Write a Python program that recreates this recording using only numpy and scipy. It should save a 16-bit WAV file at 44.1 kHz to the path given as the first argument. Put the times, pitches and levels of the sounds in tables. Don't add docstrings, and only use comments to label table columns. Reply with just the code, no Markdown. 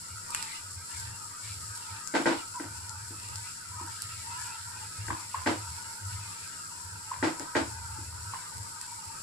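import sys
import numpy as np
from scipy import signal
from scipy.fft import rfft, irfft
from scipy.io import wavfile
from scipy.ndimage import uniform_filter1d

SR = 44100
rng = np.random.default_rng(int(sys.argv[2]) if len(sys.argv) > 2 else 0)


def dump(signal):
    limited = np.clip(np.atleast_2d(signal).T, -1, 1)
    pcm = np.round(limited * 32767).astype(np.int16)
    wavfile.write(sys.argv[1], SR, pcm)


N = 406602
TIME = np.arange(N) / SR
STROKE_ATTACK_S = 0.042


def sizzle(heat):
    # start in seconds, length in seconds, level in dB.
    flurry_rows = [(0.425, .06, -55), (0.962, 0.054, -45), (1.748, 0.03, -41.5), (2.745, 0.036, -46),
                   (5.058, 0.027, -43), (5.564, 0.056, -53), (6.07, .02, -48)]
    flicker = np.array([undb(.55 * walk(28) + .45 * walk(12)) for _ in range(2)])
    bursts = grains(14000, 3.5) * flicker * undb(.45 * walk(18))
    clusters = unit(undb(3.5 * walk(13)))
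    crackle = clusters * undb(-8.5) * room(grains(420, 6), wet_db=-7, t60_s=.2)
    flurry = sum(undb(db) * envelope(start, length, attack_s=0.006, release_s=0.0077)
                 for start, length, db in flurry_rows)
    return ports(heat * (bursts + crackle) + flurry * grains(900, 2.2))


def ports(x):
    # frequency in Hz, left in dB, right in dB (shape only).
    port_spectra = [(517, -31.5, -24.5), (2570, -21.5, -11.5), (3400, -17, -18), (3990, -41, -5),
                    (4250, -10.5, 1), (5410, -1.5, 2), (6220, -7.5, -9), (6940, 1, -8), (7500, 5.5, 6),
                    (9084, -1.5, -2), (9020, -31, -7), (9970, -9.5, 3.5), (10920, -15, -1),
                    (10850, -40, -3), (16100, -80, -21)]
    hz, left_db, right_db = np.transpose(port_spectra)
    left = colour(x[[0]], np.transpose([hz, left_db]))
    right = colour(x[[1]], np.transpose([hz, right_db]))
    return np.vstack([undb(2.03) * left, right])


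def strokes():
    # start in seconds, length in seconds, relative level in dB.
    stroke_rows = [(0.329, 0.23, -50.5), (0.89, 0.18, -55), (1.424, 0.11, -53), (1.762, 0.22, -56),
                   (2.26, 0.13, -50), (3.17, 0.34, -59.5), (3.885, 0.75, -56), (4.706, 1.14, -60),
                   (6.106, 0.44, -58), (8.313, 0.17, -60.5), (8.79, 0.12, -60)]
    release_s = 0.047
    flare_attack_s, flare_release_s = 0.12, 0.11
    slide, heat_db = undb(-62.5), -45.44
    for start, length, db in stroke_rows:
        stroke = undb(db) * envelope(start, length, STROKE_ATTACK_S, release_s)
        slide = np.hypot(slide, stroke)
        flare_db = 2.7 / (1 + undb(-58 - db))
        heat_db = heat_db + flare_db * envelope(start, length, flare_attack_s, flare_release_s)
    return slide, undb(heat_db)


def spits():
    # start in seconds, level in dB, low
    # crack relative to the snap in dB, left minus right in dB.
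    spit_rows = [(0.3048, -26, -24, 2), (0.3473, -16, -2.5, -2), (0.426, -23, -12, -2),
                 (2.074, -24.5, -21, 4), (2.894, -31.5, -28, 11), (3.357, -26, -30, 2),
                 (4.0202, -23, -19, -2), (7.396, -27.5, -9, 3), (8.813, -26.5, -22, 0)]
    # frequency in Hz, level in dB (shape only).
    crack_spectrum = [(500, -38), (1000, -4), (2700, -2.5), (5000, -21), (14000, -63)]
    out, t = np.zeros((2, N)), TIME[:SR // 10]
    for start, db, crack_db, pan_db in spit_rows:
        burst = spread(rng.standard_normal((2, len(t))), -5) * np.exp(-t / .0005)
        droplets = grains(600, 3, size=len(t)) * np.exp(-t / .022)
        burst = burst + undb(-24) * droplets
        snap = ports(burst) + undb(crack_db) * colour(burst, crack_spectrum)
        snap *= undb(18.5) / np.linalg.norm(snap)
        sides_db = np.array([[pan_db], [-pan_db]]) / 2
        add(out, start + 0.00051, snap * undb(db + sides_db))
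    return room(out, wet_db=-10, t60_s=.18)


def rubbing():
    # start in seconds, length in seconds, level in dB.
    rub_rows = [(0.292, 0.17, -45.5), (0.884, 0.37, -54.5), (1.76, 0.25, -51), (2.282, 0.108, -42.5),
                (2.73, 0.28, -51.5), (3.21, 0.24, -54), (3.716, 0.17, -47.5), (4.254, 0.28, -45.5),
                (4.668, 0.17, -50), (5.004, 0.25, -52.5), (5.552, 0.44, -49.5), (6.039, 0.31, -52),
                (6.706, 0.42, -53), (7.306, 0.71, -48), (8.113, 0.65, -52.5), (8.79, 0.37, -50)]
    note_hz, width_hz = 935.7, 89
    sag = .03
    press, slope = undb(-61), 0
    for start, length, db in rub_rows:
        effort = envelope(start, length, STROKE_ATTACK_S, release_s=.04)
        press = np.hypot(press, undb(db) * effort)
        slope = slope + effort * np.clip(1 - 2 * (TIME - start) / length, -1, 1)
    slips = spread(grains(2500, 4.9), -1.2)
    note = resonate(resonate(slips, note_hz, width_hz), note_hz, width_hz)
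    return press * unit(bend(note, sag * slope + 0.011 * walk(10))), press


def stirring(press, slide):
    # frequency in Hz, level in dB (shape only).
    slice_spectrum = [(700, -18), (1900, 1), (2700, 3.5), (3500, 7), (4800, 10), (7000, -23.5)]
    chirps = gliding_chirps(rate=230, low_hz=1100, high_hz=2900, length_s=.065, glide=.02,
                            scatter_db=4, rough=.06)
    bubbles = spread(grains(2500, 5), -0.48)
    bubbling = unit(wall(chirps + undb(3.5) * bubbles))
    wet_clicks = spread(grains(1800, 4), -0.5)
    squelch = unit(colour(chirps + undb(2) * wet_clicks, slice_spectrum))
    bubbling_gain = np.hypot(undb(-50.5), undb(-6) * press)
    return bubbling_gain * bubbling + undb(5.5) * slide * squelch


def gliding_chirps(rate, low_hz, high_hz, length_s, glide, scatter_db, rough):
    out = np.zeros((2, N))
    for when, pitch, span, phase in rng.random((int(rate * N / SR), 4)):
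        t = np.linspace(-1, 1, int(length_s * (.5 + span) * SR))
        tilt, size = rng.standard_normal(2)
        hz = low_hz * (high_hz / low_hz) ** pitch * (1 + glide * tilt * t)
        jitter = rough * np.cumsum(rng.standard_normal(len(t)))
        angle = 2 * np.pi * np.cumsum(hz) / SR + jitter
        lag = np.array([[0], [2 * np.pi * phase]])
        chirp = np.cos(np.pi * t / 2) * np.sin(angle + lag)
        add(out, when * N / SR, undb(scatter_db * min(size, 1)) * chirp)
    return unit(out)


def wall(x):
    # frequency in Hz, width of each of two
    # equal resonances in Hz, level in dB.
    hollows = [(1314, 152, 9), (1516, 250, 5.5), (1933, 140, -3.5)]
    out = 0
    for hz, width_hz, db in hollows:
        band = resonate(resonate(x, hz, width_hz), hz, width_hz)
        out = out + undb(db) * bend(band, .028 * walk(5))
    return out


def rasps():
    # start in seconds, length in seconds, opening pitch in Hz,
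    # level in dB.
    rasp_rows = [(0.512, 0.028, 2090, -48), (2.539, 0.045, 1002, -40.5), (4.374, 0.065, 1720, -46.5)]
    out, t = np.zeros((2, N)), TIME[:SR // 4]
    for start, length, hz, db in rasp_rows:
        slips = spread(grains(1500, 3.3, size=len(t)), -7)
        width_hz = 0.056 * hz
        note = unit(resonate(resonate(slips, hz, width_hz), hz, width_hz))
        note = bend(note, -.5 * t)
        fade = np.minimum(t / 0.0045, 1) * np.exp(-np.maximum(t - length, 0) / 0.042)
        add(out, start, undb(db) * note * fade)
    return out


def taps():
    # time in seconds, tock level in dB, half length of contact in seconds.
    tap_rows = [(3.8, -34, 0.0029), (5.103, -22, 0.0011), (5.345, -21, 0.0019), (7.116, -24, 0.0021),
                (8.336, -27, 0.0013)]
    tock_hz = 1016
    out, t = np.zeros((2, N)), TIME[:SR // 6] - .01
    for when, db, width_s in tap_rows:
        tock = np.exp(-(t / width_s) ** 2 / 2) * np.sin(2 * np.pi * tock_hz * t)
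        slips = grains(1800, 8.5, size=len(t))
        narrow = unit(resonate(slips, tock_hz, 47))
        broad = unit(resonate(resonate(slips, 1400, 820), 1340, 820))
        skid = (undb(-14.0) * narrow + undb(-23.0) * broad) * np.exp(-t / 0.058) * (t > 0)
        add(out, when + t[0] + 0.002065, undb(db) * (tock + skid))
    return room(out, wet_db=-8, t60_s=.25)


def clunks():
    # start in seconds, then relative levels
    # in dB of the thud, the hard clack and the metal ring.
    clunk_rows = [(2.138, -28.5, -32, -22), (2.15, -32, -22.5, -21), (2.198, -30.5, -55, -31),
                  (2.257, -25, -21, -19.5), (2.271, -25.5, -25, -24), (2.312, -29, -33, -27.5),
                  (2.598, -37, -32.5, -36.5), (2.641, -46, -40, -44), (3.106, -46.5, -58, -53),
                  (3.811, -43.5, -65, -61), (5.082, -42.5, -30, -39), (5.105, -37, -28, -47),
                  (5.461, -27, -24, -21), (5.472, -35, -19, -24), (5.512, -31, -50, -30.5),
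                  (7.226, -25, -22, -21.5), (7.244, -45, -32, -29.5), (7.27, -28.5, -41, -28),
                  (7.399, -39, -39, -36), (7.551, -31, -20, -19.5), (7.566, -29, -21.5, -26.5),
                  (7.592, -28.5, -47, -32), (7.985, -49, -62, -65)]
    # frequency in Hz, relative level in dB.
    support_modes, contact_modes, pan_modes = [(147, -11.5), (238, -6), (262, -5), (285, 2), (313, 1.5),
                                               (335, 4)], [(330, -7.5), (860, -4), (1560, 4.5),
                                                                (1950, 2), (2330, -7)], [(457, 4), (511, 0),
                                                                               (549, -3), (598, 2),
                                                                               (638, 2), (711, -2),
                                                                               (810, -10), (866, 5.5),
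                                                                               (966, 2), (1347, -0.5),
                                                                               (1567, -9), (1940, 3.5)]
    # frequency in Hz, level in dB (shape only).
    clatter_spectrum = [(40, -66), (180, 1), (400, 6), (720, 4), (900, 9), (1170, 2.5), (1550, 6.5),
                        (1750, 0.5), (1960, 2), (2400, -1.5), (3300, -6.5), (5000, -7), (6200, -13.5),
                        (8000, -11), (14000, -48)]
    out, t = np.zeros((2, N)), TIME[:SR // 3]

    def rise(time_s):
        return 1 - np.exp(-t / time_s)

    for start, thud_db, clack_db, ring_db in clunk_rows:
        thud = strike(support_modes, t, 0.21, -22) * rise(0.0027)
        clack = strike(contact_modes, t, 0.023, -5) * rise(0.00087)
        rattle = spread(grains(1500, 0.68, size=len(t)), -1.2) * np.exp(-t / 0.036)
        chatter = colour(rattle, clatter_spectrum)
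        metal = (strike(pan_modes, t, 0.12, -3.4) + undb(-2.5) * chatter) * rise(0.0082)
        add(out, start, undb(thud_db + 2.0) * thud + undb(clack_db + 2.5) * clack + undb(ring_db) * metal)
    return room(out, wet_db=-10, t60_s=.22)


def strike(modes, t, t60_s, side_db):
    hz, db = np.transpose(modes)[:, :, None]
    t60 = t60_s * (hz.mean() / hz) ** .25
    gain = undb(db + 2 * rng.standard_normal(hz.shape))
    hz = hz * (1 + .005 * rng.standard_normal(hz.shape))
    phase = 2 * np.pi * rng.random((2, len(hz), 1))
    ring = np.sum(gain * undb(-60 * t / t60) * np.sin(2 * np.pi * hz * t + phase), axis=1)
    return spread(ring, side_db) * np.sqrt(2 / np.sum(gain ** 2))


def shudder():
    # start in seconds, length in seconds, relative level in dB.
    push_rows = [(0.106, 0.061, -44.5), (0.596, 0.21, -50.5), (0.95, 0.2, -42.5), (1.44, 0.28, -44.5),
                 (1.91, 0.05, -43.5), (2.657, 0.46, -45.5), (3.245, 0.18, -43), (3.69, 0.24, -45),
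                 (4.024, 0.43, -49), (4.598, 0.29, -50), (4.97, 0.17, -38), (5.389, 0.37, -41.5),
                 (6.02, 0.17, -37.5), (6.83, 0.15, -46), (7.174, 0.089, -41.5), (7.56, 0.76, -42.5),
                 (8.561, 0.074, -40)]
    push = sum(undb(db) * envelope(start, length, attack_s=0.034, release_s=0.017)
               for start, length, db in push_rows)
    shake = spread(rng.standard_normal((2, N)), -17.0)
    shake = resonate(resonate(resonate(shake, 80, 18), 103, 14), 96, 70)
    swell = np.sqrt(uniform_filter1d(np.mean(shake ** 2, axis=0), SR // 11))
    idle = undb(-61 + 5.9 * walk(20))
    return np.hypot(undb(-2) * push, idle) * shake / swell


def kitchen():
    # frequency in Hz, level in dB (shape only).
    air_spectrum = [(25, -4), (90, -20.5), (150, 3.5), (220, -5), (550, -11.5), (2000, -27.5), (8000, -49)]
    mains_hz = 100
    noise = spread(rng.standard_normal((2, N)), -6.5)
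    air = colour(noise, air_spectrum) * undb(1.75 * walk(9.4))
    return undb(-60.5) * air + undb(-61.5) * np.sin(2 * np.pi * mains_hz * TIME)


def room(x, wet_db, t60_s):
    t = TIME[:SR // 2]
    tail = rng.standard_normal((2, len(t))) * undb(-60 * t / t60_s) * (t > .003)
    tail /= np.linalg.norm(tail, axis=1, keepdims=True)
    return x + undb(wet_db) * signal.fftconvolve(x, tail, axes=1)[:, :N]


def undb(db):
    return 10 ** (np.asarray(db) / 20)


def unit(x):
    return x / np.sqrt(np.mean(x ** 2))


def add(out, start_s, sound):
    i = max(int(start_s * SR), 0)
    out[:, i:i + sound.shape[-1]] += sound[..., :N - i]


def envelope(start_s, length_s, attack_s, release_s):
    rise = np.clip((TIME - start_s) / attack_s + .5, 0, 1)
    return rise * np.exp(-np.maximum(TIME - start_s - length_s, 0) / release_s)


def walk(rate):
    k = max(int(SR / rate), 2)
    steps = np.repeat(rng.standard_normal(N // k + 1), k)
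    return unit(uniform_filter1d(steps, k)[:N])


def grains(rate, scatter_db, size=N):
    present = rng.random((2, size)) < rate / SR
    strength = undb(scatter_db * np.minimum(rng.standard_normal((2, size)), 3))
    sign = rng.choice([-1, 1], (2, size))
    return unit(present * strength * sign + 1e-12)


def spread(pair, side_db):
    side = undb(side_db) * pair[1]
    return np.array([pair[0] + side, pair[0] - side]) / np.hypot(1, undb(side_db))


def resonate(x, hz, width_hz):
    return signal.lfilter(*signal.iirpeak(hz, hz / width_hz, fs=SR), x)


def bend(x, share):
    i = np.arange(x.shape[1])
    position = (i + np.cumsum(share)) % i[-1]
    return np.array([np.interp(position, i, port) for port in x])


def colour(x, points, size=2048):
    hz, db = np.transpose(points)
    f = np.maximum(np.fft.rfftfreq(size, 1 / SR), 1)
    cepstrum = irfft(np.log(undb(np.interp(np.log(f), np.log(hz), db))))
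    cepstrum[1:size // 2] *= 2
    cepstrum[size // 2 + 1:] = 0
    h = irfft(np.exp(rfft(cepstrum)))
    return signal.fftconvolve(x, h[None] / np.linalg.norm(h), axes=1)[:, :x.shape[1]]


def scene():
    slide, heat = strokes()
    rub, press = rubbing()
    frying = sizzle(heat) + spits()
    spoon = rub + stirring(press, slide) + rasps() + taps()
    return frying + spoon + clunks() + shudder() + kitchen()


def record(dry):
    return signal.sosfilt(signal.ellip(8, .2, 70, 15400, fs=SR, output="sos"), dry)


dry = scene()
out = record(dry)
dump(out)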